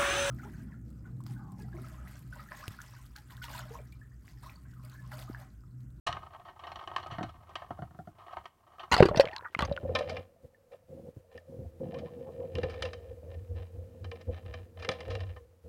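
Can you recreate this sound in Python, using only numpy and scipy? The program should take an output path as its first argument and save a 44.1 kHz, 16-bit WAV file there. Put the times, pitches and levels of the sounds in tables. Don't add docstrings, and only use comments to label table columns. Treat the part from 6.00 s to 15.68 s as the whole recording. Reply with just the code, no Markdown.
import sys
import numpy as np
from scipy import signal
from scipy.fft import rfft, irfft, next_fast_len
from scipy.io import wavfile
from scipy.ndimage import uniform_filter1d

SR = 44100
rng = np.random.default_rng(int(sys.argv[2]) if len(sys.argv) > 2 else 0)


def int16_out(signal):
    q = np.round(np.clip(np.atleast_2d(signal).T, -1, 1) * 32767)
    wavfile.write(sys.argv[1], SR, q.astype(np.int16))


N = 426888

# (frequency_hz, level_db)
FLOOR_OUTLINE = [(15, -36.5), (30, -16.5), (90, -6), (250, -18.5), (550, -18), (1200, -22.5), (3400, -31.5),
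                 (15000, -33.5)]
# (start_s, line_rub_db, rig_sway_db)
LOWERING_LEVELS = [(0.07, -47, -43), (0.27, -50.5, -57.5), (0.54, -58.5, -66), (0.79, -47, -55.5),
                   (0.83, -51, -70), (0.87, -54, -60), (1.09, -45.5, -53), (1.24, -59, -46.5),
                   (1.45, -59, -60.5), (1.65, -53.5, -60), (1.83, -61.5, -48.5), (1.96, -73, -64),
                   (1.99, -79, -58.5), (2.33, -46.5, -69), (2.39, -52, -54), (2.54, -73, -91),
                   (2.73, -55, -73), (2.9, -60, -63)]
# (start_s, level_db, treble_share_db, t60_s)
AIR_LINE_TICKS = [(0.066, -24, 4, 0.074), (0.07, -22.5, 6, 0.094), (0.087, -25.5, -20, 0.11),
                  (0.126, -26.5, 14, 0.023), (0.167, -29.5, -46, .035), (0.346, -36.5, -38, 0.046),
                  (0.447, -40.5, -13, 0.18), (0.48, -37, -15, 0.13), (0.592, -38, -8, 0.054),
                  (0.635, -36, -11, 0.063), (0.668, -34, -10, 0.055), (0.717, -32.5, -6, 0.043),
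                  (0.757, -32.5, -1, 0.037), (0.788, -35.5, -8, 0.069), (0.837, -37, -10, 0.041),
                  (0.874, -29.5, -5, 0.039), (0.914, -32.5, -29, 0.02), (0.962, -19.5, 0.5, 0.033),
                  (0.981, -29.5, -14, .031), (1.0, -35, -10, 0.028), (1.028, -39, 1, 0.049),
                  (1.069, -40, 7, 0.018), (1.108, -36, -1, 0.21), (1.228, -31.5, -3, 0.054),
                  (1.29, -39, -2, 0.053), (1.49, -42, -9, 0.077), (1.554, -26.5, 0, 0.044),
                  (1.619, -35.5, -37, 0.045), (2.18, -44.5, -12, 0.2), (2.281, -38, -19, 0.013),
                  (2.325, -43, 2, 0.041), (2.368, -27.5, -35, 0.032), (2.455, -33.5, -2.5, 0.036),
                  (2.793, -34.5, -4, 0.089), (2.829, -34, -11, 0.1)]
# (start_s, level_db, clack_share_db)
TACKLE_KNOCKS = [(1.117, -34, -12), (1.183, -26.5, -7), (1.209, -26, -13), (1.234, -29, -26),
                 (1.706, -26, -6), (1.789, -33.5, -16), (1.821, -28.5, -10), (1.908, -43.5, -7),
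                 (1.946, -42, -7), (1.989, -33.5, -23), (2.073, -33.5, -16), (2.369, -52, 2)]
# (pitch_hz, width_hz, level_db)
AIR_RESONANCES = [(724, 75, 2), (924, 49, 5.5), (1053, 110, 5), (1268, 73, 3), (1544, 43, -3.5),
                  (1866, 68, -5), (2130, 84, -10.5), (2985, 150, -13.5), (2860, 220, -27),
                  (3200, 130, -18.5), (3722, 140, -21), (4220, 180, -20.5), (4640, 150, -24.5),
                  (5480, 160, -23.5), (5566, 380, -28), (6100, 150, -31.5)]
FRAME_RESONANCES = [(85, 4.8, -19), (114, 37, -5.5), (170, 64, -6.5), (317.5, 17, -8.5), (375, 28, -18.5),
                    (695, 69, -4.5), (760, 77, -8.5), (1190, 270, -28), (1400, 113, -20.5), (1790, 66, -35)]
HANGING_RESONANCES = [(45.2, 56, -11.5), (79.2, 8.6, 4), (108, 41, -5)]
# (frequency_hz, level_db)
AIR_OVERTONES = [(150, -46), (250, -6), (371, 11.5), (448, -7), (664, 12.5), (1270, 9.5), (1460, -12),
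                 (2480, -15.5), (3160, -8.5), (3940, -22.5), (4370, -64.5), (6820, -49), (15000, -41)]
WET_OVERTONES = [(350, -18.5), (600, -6.5), (911, -14), (1260, 5.5), (1400, -12), (1760, -7), (1940, -14),
                 (4290, -13.5), (4970, -8.5), (6690, -20), (15000, -34.5)]

# (start_s, length_s, level_db)
SCRAPE_STROKES = [(3.6, .12, -52.5), (3.95, 0.22, -49), (4.715, 0.021, -60), (5.3, 0.056, -59.5),
                  (5.81, .09, -64), (5.9, 0.074, -56.5), (6.05, 0.022, -56.5), (6.55, 0.34, -53),
                  (7.02, .08, -65), (7.29, 0.054, -59.5), (7.55, 0.08, -56), (8.11, .09, -57),
                  (8.31, 0.064, -53.5), (8.45, 0.14, -55.5), (8.77, .48, -52.5), (9.27, 0.049, -65)]
# (start_s, level_db, treble_share_db, t60_s)
WET_LINE_TICKS = [(3.9496, -19, -6, 0.055), (3.9868, -29.5, 12, 0.043), (4.01, -26.5, -37, 0.027),
                  (4.0938, -29, -4, 0.055), (4.1654, -29.5, -16, 0.044), (4.732, -47.5, -18, 0.032),
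                  (5.376, -45, -1, 0.027), (5.943, -39.5, -13, 0.039), (5.985, -43.5, 0, 0.056),
                  (6.552, -33, 6, 0.024), (6.5834, -34.5, -3, .022), (6.631, -29, -12, 0.048),
                  (6.694, -40, -3, 0.12), (6.7386, -39.5, -9, 0.05), (6.822, -25, 14, 0.037),
                  (6.8509, -31.5, 1, 0.049), (6.9316, -33.5, -4, 0.038), (8.0425, -39, -8, 0.044),
                  (8.114, -35.5, 0, 0.027), (8.212, -48.5, 4, 0.036), (8.5381, -34, -4, 0.036),
                  (8.792, -45, 3, 0.094), (8.8205, -36, 0, 0.084), (8.8468, -30, -4, 0.029),
                  (8.8887, -18, 1.5, 0.017), (8.9139, -32, -1, .049), (9.004, -36, 2, 0.038),
                  (9.1, -35, -4, 0.12), (9.1511, -30.5, -2, 0.027), (9.2036, -37.5, -3, 0.039),
                  (9.3614, -41, -28, 0.064)]
# (start_s, sway_db, judder_db, housing_ring_db)
WATER_DRAG = [(3.65, -59, -60, -63), (3.75, -54, -58, -47), (4.04, -60, -53, -40), (4.24, -72, -68, -62),
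              (4.67, -81.5, -82, -66.5), (5.01, -66.5, -72, -65.5), (5.33, -69, -82.5, -61.5),
              (5.68, -54, -62, -61.5), (6.13, -62.5, -53, -49.5), (6.77, -44, -54.5, -44.5),
              (7.09, -51, -63.5, -53.5), (7.66, -51.5, -67, -60), (7.91, -53.5, -57.5, -55),
              (8.74, -58, -62, -61.5), (9.06, -50.5, -55.5, -48), (9.24, -45, -59, -62),
              (9.41, -56, -72, -58), (9.68, -70, -76.5, -75.5)]
# (start_s, length_s, sway_db, judder_db, housing_ring_db)
LINE_PULLS = [(3.598, 0.063, -36, -53, -43), (3.683, .035, -43, -44, -48),
              (3.833, 0.033, -37.5, -47, -38.5), (3.877, 0.12, -42, -44.5, -36.5),
              (4.059, 0.15, -43.5, -47.5, -41), (4.422, 0.03, -62, -58.5, -56),
              (4.706, 0.046, -83.5, -83, -47.5), (4.884, 0.14, -56, -49.5, -48),
              (5.028, 0.065, -60, -49, -47), (5.342, 0.035, -55, -55.5, -46.5),
              (5.477, 0.096, -54, -49.5, -46.5), (5.576, 0.067, -46, -47.5, -50),
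              (5.639, 0.025, -42, -59, -49.5), (5.797, .1, -62, -38.5, -40), (5.923, 0.14, -52, -43.5, -40),
              (6.153, 0.083, -57, -51, -43), (6.27, 0.04, -60, -58, -42.5),
              (6.375, .085, -53, -50.5, -37.5), (6.536, 0.064, -34.5, -44, -39),
              (6.621, 0.053, -41, -58, -33), (6.809, 0.072, -42, -55, -37), (7.078, 0.064, -47, -61, -45),
              (7.215, 0.054, -54, -55.5, -54), (7.263, 0.092, -45, -61, -49.5),
              (7.353, 0.065, -41, -55, -59), (7.485, .14, -35.5, -54, -49.5),
              (7.73, 0.098, -39.5, -56.5, -52.5), (8.004, 0.087, -38, -55, -63),
              (8.111, 0.039, -59, -69, -43), (8.266, 0.061, -31.5, -46, -39.5), (8.43, 0.21, -41, -57, -73),
              (8.749, .1, -44, -69, -64), (8.867, 0.052, -59, -43.5, -38.5),
              (9.063, 0.12, -35.5, -54, -39.5), (9.192, 0.15, -37.5, -60, -58),
              (9.636, 0.066, -47, -55.5, -52)]
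# (start_s, level_db, housing_ring_share_db)
LINE_TUGS = [(3.831, -29, -6), (3.892, -25, 3.5), (4.435, -41, -6.5), (5.164, -33.5, -16),
             (5.588, -28.5, -8.5), (5.806, -42, 6), (5.885, -33.5, 4.5), (6.557, -27.5, -7),
             (6.581, -24, 2), (6.633, -26, 1), (8.277, -37.5, 7.5), (8.452, -43, -12), (8.89, -22, 18)]
# (pitch_hz, width_hz, level_db)
WET_RESONANCES = [(481, 21.8, 17.5), (636, 44, 10.5), (771, 51, 6.5), (1034, 21, 6.5), (1147, 15, -12.5),
                  (1807, 67, 5), (2070, 58, -4), (2374, 145, -0.5), (2790, 57, -0.5), (3055, 76, 0.5),
                  (3240, 360, -10.5), (3470, 174, -5.5), (3945, 190, -9.5), (5270, 130, -31),
                  (5650, 38, -24), (6970, 71, -51), (8670, 300, -23.5)]
SWAY_RESONANCES = [(90.1, 8.85, -3), (70.8, 30.3, -12)]
JUDDER_RESONANCES = [(143, 55, 0.5), (250, 26, -0.5), (334.8, 22.5, -2.5)]
RING_RESONANCES = [(472.7, 22.2, 6.5), (525.3, 15.2, 6), (641, 86, -13.5)]
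TUG_RESONANCES = [(79.5, 37.4, -6.5), (125, 53.4, -8), (233, 77, -18), (328, 146, -21)]
# (start_s, level_db)
GURGLE_STARTS = [(5.935, -53), (6.06, -57.5), (6.259, -54.5), (6.4, -58)]

# (start_s, spray_db, churn_db)
SPLASH_LEVELS = [(2.91, -55.5, -67), (2.964, -56, -57), (3.042, -56.5, -40), (3.094, -53, -35.5),
                 (3.134, -57, -36), (3.242, -48, -46.5), (3.352, -59.5, -61.5), (3.422, -83, -58),
                 (3.594, -53, -74), (3.7, -74, -37.5)]
# (start_s, level_db)
TRICKLE_LEVELS = [(3.24, -47), (3.29, -65), (3.372, -57), (3.436, -55), (3.46, -37.5), (3.52, -85)]
# (start_s, level_db, treble_share_db, t60_s)
WATER_SLAPS = [(2.9147, -17, -9.5, 0.075), (2.9215, -12, -3, 0.021), (2.9288, -13.5, -4, 0.037),
               (2.9396, -11, -4, 0.046), (2.9653, -16.5, -8.5, 0.011), (2.9767, -22.5, 0, 0.073),
               (2.999, -21.5, -12.5, 0.079), (3.0244, -14, -18, .07), (3.03, -28, -1, 0.015),
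               (3.0538, -23.5, -4, .061), (3.085, -30.5, -4.5, 0.047), (3.1593, -28, -2.5, 0.025),
               (3.172, -24.5, 9, 0.041), (3.198, -15, 2, 0.0058), (3.2051, -18.5, 1.5, 0.043),
               (3.59, -20, -10.5, 0.021), (3.6045, -23.5, -12, 0.054), (3.622, -25.5, -19, 0.1),
               (3.6494, -31.5, 0, 0.028)]
# (frequency_hz, level_db)
SPRAY_OUTLINE = [(25, -20), (50, 1), (120, -2.5), (300, -7.5), (900, -4), (1800, -9.5), (3000, -10),
                 (4600, -13), (6500, -20.5), (9000, -25), (12000, -32), (16000, -38.5)]
# (start_s, pitch_hz, level_db)
CAVITY_PATH = [(2.925, 1150, -40.5), (2.95, 941, -34.5), (2.993, 770.6, -34), (3.036, 400.3, -25.5),
               (3.09, 402.8, -45.5), (3.158, 537.5, -38.5), (3.26, 542, -53), (3.37, 995, -46),
               (3.42, 1080, -69)]
# (start_s, level_db, pitch_hz, t60_s, shove_share_db)
POCKET_GULPS = [(2.939, -36, 920, .031, -20), (2.985, -18.5, 738, 0.073, -21), (3.005, 2.5, 518, 0.014, -6),
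                (3.025, -2.5, 384, 0.052, -6.5), (3.055, -15, 335, 0.05, -4), (3.112, -22, 589, 0.11, 0),
                (3.145, -27, 580, 0.07, -16), (3.172, -24.5, 647, 0.31, 8.5), (3.197, -2, 551, 0.052, -50),
                (3.244, -22.5, 482, .03, -15), (3.268, -28, 603, 0.049, -6), (3.565, -58, 424, 0.087, 26),
                (3.59, -28.5, 877, 0.054, -30), (3.625, -22, 1140, 0.069, -0.5),
                (3.714, -20.5, 566, 0.09, -1.5), (4.008, -19.5, 577, .057, -18)]
# (start_s, level_db, pitch_hz, t60_s)
DROPLET_PLINKS = [(2.999, -21, 2080, 0.013), (3.028, -13, 1500, 0.014), (3.027, -18, 2150, 0.011),
                  (3.088, -25, 1114, 0.045), (3.147, -32, 1770, 0.027), (3.16, -42, 4300, 0.01),
                  (3.255, -29.5, 2973, 0.0067), (3.274, -31, 2138, 0.014), (3.286, -33, 2320, 0.011),
                  (3.314, -42, 2700, 0.013), (3.331, -34.5, 1830, 0.039), (3.334, -46, 4240, 0.017),
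                  (3.364, -28.5, 4200, 0.0091), (3.363, -35, 1630, 0.027), (3.382, -35.5, 3940, 0.016),
                  (3.393, -37, 970, 0.042), (3.41, -37, 1420, 0.012), (3.448, -37, 1730, 0.039),
                  (3.46, -35, 1210, 0.05), (3.45, -47, 1897, 0.18), (3.549, -19.5, 2090, 0.017),
                  (3.549, -25, 1210, 0.015), (3.592, -20.5, 1430, 0.0036), (3.623, -22.5, 2560, 0.003),
                  (3.725, -36.5, 3820, 0.017), (3.765, -34, 2750, 0.0084), (3.776, -25, 1440, 0.022),
                  (4.546, -50.5, 1783, 0.053), (5.379, -41, 1783, 0.043)]

FLOOR_DB = -69
CONTACT_SPREAD_DB = 2
CRACKLE_PER_S, CRACKLE_DB = 100, -3.5
IDLE_SCRAPE_DB = -18
SCRAPE_ATTACK_S, SCRAPE_SAG_DB_PER_S, SCRAPE_RELEASE_S = 0.0067, -1.5, 0.04
PULL_ATTACK_S, PULL_SAG_DB_PER_S = 0.02, 28
SWAY_RELEASE_S, JUDDER_RELEASE_S, RING_RELEASE_S = 0.033, 0.011, 0.0074
SUBMERGED_S, RING_START_SHARP, RING_SETTLE_S = 3.7, 0.13, 0.9
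GURGLE_S, GURGLE_ATTACK_S, GURGLE_RELEASE_S = 0.025, 0.014, 0.018
BUFFET_DB = -4
QUIET_DB, QUIET_KNEE_DB, SUPPRESS_DB, SUPPRESS_ABOVE_HZ = -47, 15.5, 5.5, 500
START_S, CUTOFF_HZ = 0.065, 15900


def from_db(db):
    return 10 ** (np.asarray(db) / 20)


def rms_one(x):
    return x / np.sqrt(np.mean(x ** 2) + 1e-20)


def crest_one(x):
    return 0.5 * x / np.sqrt(uniform_filter1d(x * x, size=132).max() + 1e-20)


def evened(x, span_s):
    size = max(int(span_s * SR), 8)
    power = uniform_filter1d(uniform_filter1d(x * x, size), size)
    return x / np.sqrt(np.abs(power) + 1e-4 * np.mean(x * x))


def gains(rows):
    s, *columns = np.transpose(rows)
    t = np.arange(N) / SR
    outside = np.maximum(s[0] - t, 0) + np.maximum(t - s[-1], 0)
    return [from_db(np.interp(t, s, c)) * np.exp(-outside / 0.0037) for c in columns]


def strokes(rows, attack_s, sag_db_per_s, release_s):
    out, t = np.zeros(N), np.arange(SR) / SR
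    for s, length, db in rows:
        rise = np.minimum(t / max(attack_s, 0.001), 1)
        release = np.exp(-np.maximum(t - length, 0) / release_s)
        add(out, s, from_db(db - sag_db_per_s * t) * rise * release)
    return out


def cut(x, hz, kind, order=2):
    return signal.sosfilt(signal.butter(order, min(hz, 0.45 * SR), kind, fs=SR, output="sos"), x)


def coloured(x, outline):
    hz, db = np.transpose(outline)
    size = 2 * next_fast_len(len(x) // 2 + 1)
    f = np.maximum(np.abs(np.fft.fftfreq(size, 1 / SR)), 1)
    log_gain = np.log(from_db(np.interp(np.log(f), np.log(hz), db)))
    response = np.exp(np.conj(signal.hilbert(log_gain)))[:size // 2 + 1]
    return irfft(rfft(x, size) * response, size)[:len(x)]


def tilted(x, split_hz, treble_db):
    low = crest_one(cut(x, split_hz, "low"))
    high = crest_one(cut(x, split_hz, "high"))
    return crest_one(low - from_db(treble_db) * high)


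def body(force, modes):
    out = 0
    for k, (hz, width, db) in enumerate(modes):
        r = np.exp(-np.pi * width / SR)
        poles = [1, -2 * r * np.cos(2 * np.pi * hz / SR), r * r]
        ringing = (1 - r * r) / 2 * signal.lfilter([1, 0, -1], poles, force + 1e-18)
        out = out + (-1) ** k * from_db(db) * ringing
    return out


def slips(per_s, spread_db):
    sizes = from_db(spread_db * np.minimum(rng.exponential(1, N), 4))
    return (rng.random(N) < per_s / SR) * sizes * rng.choice([-1, 1], N)


def rasp(per_s, spread_db, fade_s, steady):
    fade = np.exp(-1 / (fade_s * SR))
    bursts = signal.lfilter([1], [1, -fade], np.abs(slips(per_s, spread_db)) + 1e-18)
    return (rms_one(bursts) + steady) * rng.standard_normal(N)


def event_time():
    return np.arange(SR // 4) / SR


def dying(t60):
    return from_db(-60 * event_time() / max(t60, 0.002))


def grit(t60):
    return rng.standard_normal(SR // 4) * dying(t60)


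def add(out, s, sound):
    i = max(round(s * SR), 0)
    out[i:i + len(sound)] += sound[:N - i]


def ticks(rows, modes, overtones, release_db, crack_db, split_hz, tail_db, tail_t60):
    out = np.zeros(N)
    for s, db, treble_db, t60 in rows:
        suddenness = np.exp(-(t60 / 0.044) ** 2)
        swell = 1 - (1 - suddenness) * np.exp(-event_time() / (0.014 * t60))
        force = swell * (grit(t60) + from_db(tail_db) * grit(tail_t60))
        force[0] += from_db(release_db) * suddenness
        struck = [(hz, width, mode_db + CONTACT_SPREAD_DB * rng.standard_normal())
                  for hz, width, mode_db in modes]
        ring = crest_one(body(force, struck))
        crack = crest_one(coloured(force, overtones))
        tick = ring + from_db(crack_db) * crack
        add(out, s + 0.001, from_db(db) * tilted(tick, split_hz, treble_db))
    return out


def blows(rows, low_modes, high_modes, rattle, rattle_t60):
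    out = np.zeros(N)
    for s, db, high_db in rows:
        force = rattle * grit(rattle_t60)
        force[0] += 1
        thump = crest_one(body(force, low_modes))
        clack = crest_one(body(force, high_modes))
        add(out, s, from_db(db) * crest_one(thump + from_db(high_db) * clack))
    return out


def bubble(hz, t60, start_sharp, settle_s, rise_s):
    t = event_time()
    pitch = hz * (1 + start_sharp * np.exp(-t / settle_s))
    tone = np.sin(2 * np.pi * np.cumsum(pitch) / SR)
    return crest_one(tone * dying(t60) * (1 - np.exp(-t / rise_s)))


def bubble_cloud(low_hz, high_hz, per_s, cycles, count=10):
    cloud = 0
    for hz in np.geomspace(low_hz, high_hz, count):
        cloud = cloud + body(slips(per_s / count, spread_db=7.5), [(hz, hz / cycles, 0)]) / np.sqrt(hz)
    return cloud


def background():
    return from_db(FLOOR_DB) * rms_one(coloured(rng.standard_normal(N), FLOOR_OUTLINE))


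def gurgles():
    rows = [(s, GURGLE_S, db) for s, db in GURGLE_STARTS]
    level = strokes(rows, GURGLE_ATTACK_S, 0, GURGLE_RELEASE_S)
    cloud = bubble_cloud(718, 1140, per_s=900, cycles=42)
    return level * evened(cut(cloud, 1450, "low", order=4), 0.029)


def rig_in_air():
    rub, sway = gains(LOWERING_LEVELS)
    friction = rasp(per_s=130, spread_db=5.0, fade_s=0.0064, steady=0.15)
    overtones = rms_one(coloured(friction, AIR_OVERTONES))
    rubbing = rms_one(body(friction, AIR_RESONANCES)) + from_db(-5.5) * overtones
    swaying = cut(body(slips(per_s=210, spread_db=-2.0), HANGING_RESONANCES), 220, "low")
    clicks = ticks(AIR_LINE_TICKS, AIR_RESONANCES, AIR_OVERTONES, release_db=25.5, crack_db=-4,
                   split_hz=3040, tail_db=-17, tail_t60=0.29)
    knocks = blows(TACKLE_KNOCKS, FRAME_RESONANCES, AIR_RESONANCES, rattle=0.075, rattle_t60=0.08)
    return cut(rub * evened(rubbing, 0.05) + sway * evened(swaying, 0.044) + clicks + knocks, 7000, "low")


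def line_under_water():
    idle = from_db(IDLE_SCRAPE_DB) * gains(WATER_DRAG)[-1]
    stroke = strokes(SCRAPE_STROKES, SCRAPE_ATTACK_S, SCRAPE_SAG_DB_PER_S, SCRAPE_RELEASE_S)
    scrape = np.hypot(idle, stroke)
    grains = from_db(CRACKLE_DB) * rms_one(cut(slips(CRACKLE_PER_S, spread_db=3.0), 5000, "low"))
    friction = rms_one(rasp(per_s=140, spread_db=4, fade_s=0.0029, steady=0.22)) + grains
    overtones = rms_one(coloured(friction, WET_OVERTONES))
    scraping = rms_one(body(friction, WET_RESONANCES)) + from_db(-14) * overtones
    creaks = ticks(WET_LINE_TICKS, WET_RESONANCES, WET_OVERTONES, release_db=22.0, crack_db=-6.0,
                   split_hz=2340, tail_db=-19.5, tail_t60=0.25)
    return cut(scrape * evened(scraping, 0.032) + creaks, 7600, "low")


def settling(x):
    since = np.maximum(np.arange(N) / SR - SUBMERGED_S, 0)
    read = np.cumsum(1 + RING_START_SHARP * np.exp(-since / RING_SETTLE_S))
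    return np.interp(read, np.arange(N), x, period=N)


def rig_under_water():
    starts, lengths, *pull_levels = np.transpose(LINE_PULLS)
    releases = (SWAY_RELEASE_S, JUDDER_RELEASE_S, RING_RELEASE_S)
    levels = []
    for drag, db, release_s in zip(gains(WATER_DRAG), pull_levels, releases):
        pulls = strokes(zip(starts, lengths, db), PULL_ATTACK_S, PULL_SAG_DB_PER_S, release_s)
        levels.append(np.hypot(drag, pulls))
    sway, judder, ring = levels
    force = slips(per_s=400, spread_db=4)
    swaying = cut(cut(body(force, SWAY_RESONANCES), 190, "low"), 63, "high")
    juddering = cut(body(force, JUDDER_RESONANCES), 635, "low", order=4)
    bubbles = rms_one(bubble_cloud(453, 686, per_s=60, cycles=27, count=6))
    notes = rms_one(body(force, RING_RESONANCES)) + from_db(-11) * bubbles
    ringing = settling(cut(notes, 814, "low", order=4))
    thumps = blows(LINE_TUGS, TUG_RESONANCES, RING_RESONANCES, rattle=0.085, rattle_t60=0.09)
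    out = sway * evened(swaying, 0.045) + judder * evened(juddering, 0.04)
    return out + ring * evened(ringing, 0.069) + cut(thumps, 1200, "low")


def cavity():
    s, hz, db = np.transpose(CAVITY_PATH)
    level, = gains(np.column_stack([s, db]))
    phase = 2 * np.pi * np.cumsum(np.interp(np.arange(N) / SR, s, hz)) / SR
    in_phase, quadrature = cut(rng.standard_normal((2, N)), 70, "low")
    return level * evened(in_phase * np.cos(phase) + quadrature * np.sin(phase), 0.015)


def slaps():
    out = np.zeros(N)
    for s, db, treble_db, t60 in WATER_SLAPS:
        swell = 1 - np.exp(-event_time() / 0.0008)
        sheet = grit(t60) * swell * from_db(3.5 * rng.standard_normal(SR // 4))
        pitches = np.geomspace(900, 4800, 10) * np.exp(0.13 * rng.standard_normal(10))
        trapped = [(hz, hz / 25, 0) for hz in pitches]
        burst = crest_one(body(sheet, trapped))
        splat = crest_one(coloured(sheet, SPRAY_OUTLINE)) + from_db(-2.5) * burst
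        add(out, s, from_db(db) * tilted(splat, 1500, treble_db))
    return out


def white_water():
    spray, churn = gains(SPLASH_LEVELS)
    trickle, = gains(TRICKLE_LEVELS)
    crackle = rms_one(cut(coloured(slips(per_s=1900, spread_db=-1.0), SPRAY_OUTLINE), 6000, "low"))
    fizz = rms_one(bubble_cloud(950, 3400, per_s=990, cycles=17, count=14))
    spraying = cut(fizz, 4000, "low") + from_db(-12.5) * crackle
    churning = cut(bubble_cloud(370, 900, per_s=200, cycles=3.7), 1200, "low")
    buffeting = cut(body(slips(per_s=230, spread_db=2.5), HANGING_RESONANCES), 300, "low")
    trickling = cut(bubble_cloud(870, 1700, per_s=500, cycles=13), 2000, "low", order=6)
    out = spray * evened(spraying, 0.02) + churn * evened(churning, 0.059)
    out += from_db(BUFFET_DB) * churn * evened(buffeting, 0.04)
    return out + trickle * evened(trickling, 0.011)


def plinks():
    out = np.zeros(N)
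    for s, db, hz, t60 in DROPLET_PLINKS:
        puff = crest_one(cut(cut(grit(t60), 0.52 * hz, "high"), 0.95 * hz, "low", order=4))
        plink = bubble(hz, t60, start_sharp=0.075, settle_s=0.0013, rise_s=0.0078 * t60)
        puff_share = np.exp(-(t60 / 0.016) ** 2)
        add(out, s, from_db(db) * (plink + puff_share * puff))
    return out


def gulps():
    out = np.zeros(N)
    for s, db, hz, t60, shove_db in POCKET_GULPS:
        shove = bubble(hz=119, t60=0.021, start_sharp=1.7, settle_s=0.0017, rise_s=0.0012)
        gulp = bubble(hz, t60, start_sharp=0.025, settle_s=0.0019, rise_s=0.0004)
        add(out, s, -from_db(db) * (gulp + from_db(shove_db) * shove))
    return out


def scene():
    rig = rig_in_air() + line_under_water() + rig_under_water()
    plunge = cavity() + white_water() + slaps() + plinks() + gulps()
    return (background() + gurgles() + rig + plunge)[None]


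def suppressed(x):
    level_db = 10 * np.log10(np.abs(uniform_filter1d(x * x, size=2205)) + 1e-12)
    quiet = np.clip((QUIET_DB - level_db) / QUIET_KNEE_DB, 0, 1)
    bass = cut(x, SUPPRESS_ABOVE_HZ, "low", order=1)
    return bass + from_db(-SUPPRESS_DB * quiet) * (x - bass)


def record(dry):
    running = np.arange(N) / SR >= START_S
    clipped = np.clip(suppressed(dry) * running, -1, 1)
    return signal.sosfilt(signal.ellip(10, 0.1, 80, CUTOFF_HZ, fs=SR, output="sos"), clipped)


dry = scene()
out = record(dry)
int16_out(out)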